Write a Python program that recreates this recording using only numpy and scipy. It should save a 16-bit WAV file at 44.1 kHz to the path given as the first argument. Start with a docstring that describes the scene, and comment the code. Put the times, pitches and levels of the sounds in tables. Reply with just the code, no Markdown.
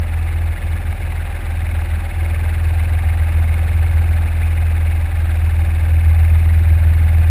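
"""A three-bladed helicopter rotor thumps the cabin about 20 times a second, heard from inside in cruise over the sea.
The cabin booms on the fourth harmonic of the blade passages, made from wandering tones locked to the shaft.
Around it, shaped noise makes the buffeting and the roar of air and turbine, with mostly rising blade swishes.
Drive train tones hum faintly. A low-rate sample hold mirrors the whole mix into a gritty treble."""
import sys
import numpy as np
from scipy import signal
from scipy.fft import rfft, irfft, next_fast_len
from scipy.io import wavfile
from scipy.ndimage import map_coordinates

SR = 44100
rng = np.random.default_rng(int(sys.argv[2]) if len(sys.argv) > 2 else 0)


def unload_audio(sound):
    """Save the sound as a 16-bit wav file, at the path given as the first command line argument."""
    columns = np.transpose(np.atleast_2d(sound))
    # keep every value between -1 and 1, then stretch to whole-number steps
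    steps = np.round(np.clip(columns, -1, 1) * 32767)
    wavfile.write(sys.argv[1], SR, steps.astype(np.int16))


N = 321930  # length in samples

# Drive train tones: pitch_hz, level_db
GEAR_TONES = [(49.6, -54), (253, -56), (338, -51), (730, -57.5), (1114, -63), (1697, -59.5)]
# Course of the air noise, before each layer's fixed trim: start_s, buffeting_db, rush_db
FLIGHT_LEVELS = [(0, -40.5, -35.6), (.7, -38, -36), (2, -39, -35), (2.75, -38, -34.3), (3.8, -38.5, -34.5),
                 (4.8, -39.5, -35), (5.8, -38, -35), (7.3, -37.5, -35)]
# Relative spectrum of the low cabin turbulence: pitch_hz, density_db (per Hz)
BUFFET_SPECTRUM = [(12, -31), (32, -25), (50, -14), (66, -4.5), (80, -5), (93, -6), (115, -10.5),
                   (150, -16), (200, -15.5), (240, -19), (270, -23.5), (325, -17), (400, -25), (600, -50)]
# Relative spectrum of the air and turbine roar: pitch_hz, density_db (per Hz)
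RUSH_SPECTRUM = [(150, -26), (400, -9.5), (550, -0.5), (800, -1), (1050, -8), (1350, -7), (1600, -1),
                 (2200, -3.5), (2580, -3), (2950, -11), (3650, -13.5), (4400, -21), (5000, -27),
                 (5600, -26.5)]
# Cabin peaks and hollows in the roar: centre_hz, half_width_hz (to 1/e), change_db
CABIN_COLOUR = [(614, 26, 1), (653, 25.5, -7), (785, 61, 3), (1207, 70, 3), (1883, 63, -2.5), (2160, 95, 4),
                (2698, 68, -5), (3216, 225, -5.5)]
# Swishes in a blade passage, before blade bite and band levelling: moment (0-1 passage),
# half_length (passages, to 1/e), centre_hz, climb (octaves per passage), half_width (octaves, to 1/e), swell_db
BLADE_SWISHES = [(0.52, 0.4, 1515, 0.029, 0.18, 7.5), (0.85, 0.37, 2100, 0.44, 0.21, 10),
                 (0.97, 0.15, 1030, 0.33, 0.27, 6.5), (0.6, 0.13, 355, .8, 0.43, 13),
                 (0.7, 0.27, 4060, -0.51, 0.45, 7), (0.58, 0.27, 4720, 0.49, 0.081, 5),
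                 (0.4, 0.03, 2570, 0, 0.33, 6.5)]
# Blade passage rate: start_s, rate_hz
PASSAGE_RATE = [(0, 20.323), (1, 20.31), (2, 20.27), (3, 20.258), (3.6, 20.238), (4.5, 20.296),
                (5.2, 20.266), (6, 20.257), (7.3, 20.293)]
# Slow course of the cabin boom: start_s, level_db
BOOM_COURSE = [(0, -19.5), (.45, -18), (1.15, -21.5), (2.75, -16.5), (4.1, -14.1), (5.25, -16),
               (5.82, -14.5), (5.98, -11.3), (7.3, -11.5)]
# Brief dips and swells of the boom: centre_s, change_db, half_length_s (to 1/e)
BOOM_SWINGS = [(0.584, -11, 0.042), (.81, -7.5, 0.043), (0.973, -14, .035), (1.36, -6, 0.13),
               (2.102, -12, 0.036), (3.4, 4, 0.034), (4.325, -4, 0.057), (5.095, -5, 0.04)]
# Blade pressure wave at cruise boom: harmonic (x passage rate), level_db
THUMP_HARMONICS = [(1, -41), (2, -25)]
# Airframe vibration at cruise boom: harmonic (x passage rate), level_db, unsteadiness (0-1)
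SHAKE_HARMONICS = [(3, -31, 0.05), (5, -33.5, 0.51), (7, -45, 0.7), (8, -52, 1), (10, -48, 0.9),
                   (11, -56, 0.87)]
# Shaft orders that ring the cabin: order (x shaft rate), level_db (re boom), unsteadiness (0-1)
BOOM_ORDERS = [(8, -48, 1), (10, -19, 0.85), (11, -15.5, 0.67), (12, 0.5, 0), (13, -43, 0.6),
               (18, -22.5, 0), (27, -34.5, 0.7), (36, -36, 0.46), (45, -44, 0.83)]

FLUTTER_DB, FLUTTER_PER_S = .5, 11  # slight random unrest of the boom: scale, knots per second
CRUISE_DB = -15.5  # boom level at which thump and vibration have their listed strength
THUMP_FOLLOWS, SHAKE_FOLLOWS = 0.078, 0.4  # dB per dB of boom
INPUT_HZ, HOLD_HZ, TOP_HZ = 5700, 12000, 15300  # input band edge, hold rate, final cutoff


def amp(db):
    """Decibels to gain."""
    return 10 ** (np.asarray(db) / 20)


def unit(x):
    """x scaled to rms 1."""
    return x / np.sqrt(np.mean(np.abs(x) ** 2) + 1e-20)


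def along(points, hz):
    """Spectrum points read on a log frequency axis."""
    point_hz, value = np.transpose(points)
    return np.interp(np.log(hz + 1), np.log(point_hz + 1), value)


def curves(rows):
    """One value per sample for each column after the time."""
    s, *columns = np.transpose(rows)
    return [np.interp(np.arange(N) / SR, s, column) for column in columns]


def wobble(rate):
    """A smooth random curve through normal knots, rate knots a second."""
    knots = rng.standard_normal(int(N * rate / SR) + 4)
    coarse = np.arange(0, N, 32)
    return np.interp(np.arange(N), coarse, map_coordinates(knots, [coarse * rate / SR]))


def filtered(x, response):
    """x shaped by a gain curve over frequency, with zero padding against wrap-around."""
    m = next_fast_len(N + SR // 2)
    spectrum = rfft(x, m) * response(np.fft.rfftfreq(m, 1 / SR))
    return irfft(spectrum, m)[:N]


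def tone(cycles, unsteady, rate):
    """A tone of about rms 1 whose strength and phase wander around a steady part."""
    wander = (wobble(rate) + 1j * wobble(rate)) / np.sqrt(2)
    drift = unit(1 - unsteady + unsteady * wander)
    return np.sqrt(2) * np.real(drift * np.exp(2j * np.pi * cycles))


def gears():
    """Faint wavering tones of the drive train."""
    t = np.arange(N) / SR
    return sum(amp(db) * tone(hz * t, unsteady=0.37, rate=9) for hz, db in GEAR_TONES)


def buffeting(passages, buffet_db):
    """Downwash rumbles on the cabin as low noise, surging with each blade."""
    surge = amp(2.25 * np.cos(2 * np.pi * (passages - .18)))
    turbulence = rng.standard_normal(N) * surge
    rumble = filtered(turbulence, lambda hz: amp(along(BUFFET_SPECTRUM, hz)) * (hz < INPUT_HZ))
    return amp(buffet_db + 4.5) * unit(rumble)


def swish_gain(passages, frame_s, hz, lull_db=3, wander_octaves=0.076):
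    """Passing blades swell moving bands of the roar and leave a lull; each band keeps its mean power."""
    def per_frame(curve):
        return np.interp(frame_s * SR, np.arange(N), curve)

    moment = per_frame(passages)

    def after(centre):
        """Passages elapsed since the nearest centre, -0.5 to 0.5."""
        return (moment - centre + .5) % 1 - .5

    # no two swishes sit at quite the same pitch
    octave = np.log2(hz + 1)[:, None] + wander_octaves * per_frame(wobble(20))
    swell_db = np.zeros(octave.shape)
    for centre, length, mid_hz, climb, width, db in BLADE_SWISHES:
        since = after(centre)
        off_pitch = octave - np.log2(mid_hz) - climb * since
        swell_db += db * np.exp(-(since / length) ** 2 - (off_pitch / width) ** 2)
    # one blade of the three bites a little harder
    bite = 1 + .11 * np.cos(2 * np.pi * moment / 3)
    # the roar ducks between one blade and the next
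    lull = np.exp(-(after(.15) / .12) ** 4)
    gain = amp(swell_db * bite - lull_db * lull)
    return gain / np.sqrt(np.mean(gain ** 2, axis=1, keepdims=True))


def cabin_db(hz):
    """Cabin resonances lift and hollow out parts of the roar."""
    return sum(db * np.exp(-((hz - centre_hz) / width) ** 2) for centre_hz, width, db in CABIN_COLOUR)


def rush(passages, rush_db, blade_scatter_db=0.31, grit_db=1.24):
    """Broadband roar of air and turbine, swept by blade swishes and coloured by the cabin."""
    hz, frame_s, noise = signal.stft(rng.standard_normal(N), SR, nperseg=256, noverlap=192)
    swept = noise * swish_gain(passages, frame_s, hz)
    air = signal.istft(swept, SR, nperseg=256, noverlap=192)[1][:N]
    # slower scatter and fast grit in the level
    air = air * amp(blade_scatter_db * wobble(25) + grit_db * wobble(500))
    roar = filtered(air, lambda f: amp(along(RUSH_SPECTRUM, f) + cabin_db(f)))
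    return amp(rush_db + 0.87) * unit(roar)


def boom_level():
    """Cabin boom level in dB: a slow course, brief bell-shaped dips and swells, and a slight flutter."""
    t = np.arange(N) / SR
    swings = sum(db * np.exp(-((t - s) / length) ** 2) for s, db, length in BOOM_SWINGS)
    return curves(BOOM_COURSE)[0] + swings + FLUTTER_DB * wobble(FLUTTER_PER_S)


def rotor(passages):
    """Each blade shakes the airframe, then its pressure wave arrives; unequal blades make the boom throb."""
    thump = sum(amp(db) * tone(k * (passages - .5), 0, rate=1) for k, db in THUMP_HARMONICS)
    jolt = passages - .25  # a quarter passage ahead of the thump
    shake = sum(amp(db) * tone(k * jolt, unsteady, rate=2.935) for k, db, unsteady in SHAKE_HARMONICS)
    shaft = jolt / 3  # three blades to a turn
    boom = sum(amp(db) * tone(k * shaft, unsteady, rate=2.987) for k, db, unsteady in BOOM_ORDERS)
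    boom_db = boom_level()
    # thump and vibration grow with the boom
    load_db = boom_db - CRUISE_DB
    thump = amp(THUMP_FOLLOWS * load_db) * thump
    shake = amp(SHAKE_FOLLOWS * load_db) * shake
    return thump + shake + amp(boom_db) * boom


def scene():
    """All cabin sources summed, with thump, boom, buffeting and swishes locked to one rotor."""
    passages = np.cumsum(curves(PASSAGE_RATE)[0]) / SR
    buffet_db, rush_db = curves(FLIGHT_LEVELS)
    background = gears() + buffeting(passages, buffet_db) + rush(passages, rush_db)
    return (background + rotor(passages))[None]


def record(dry):
    """Holding each sample mirrors the narrow input band on both sides of the hold rate; hiss is added."""
    narrow = filtered(dry[0], lambda hz: 1 / (1 + (hz / INPUT_HZ) ** 80))
    # sampling keeps the band and adds its mirror images around HOLD_HZ
    sampled = narrow * (1 + 2 * np.cos(2 * np.pi * HOLD_HZ * np.arange(N) / SR))
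    # the hold's sinc response dulls the images
    held = filtered(sampled, lambda hz: np.sinc(hz / HOLD_HZ))
    hiss = amp(-60.5) * rng.standard_normal(N)
    return filtered(held + hiss, lambda hz: hz < TOP_HZ)[None]


dry = scene()
out = record(dry)
unload_audio(out)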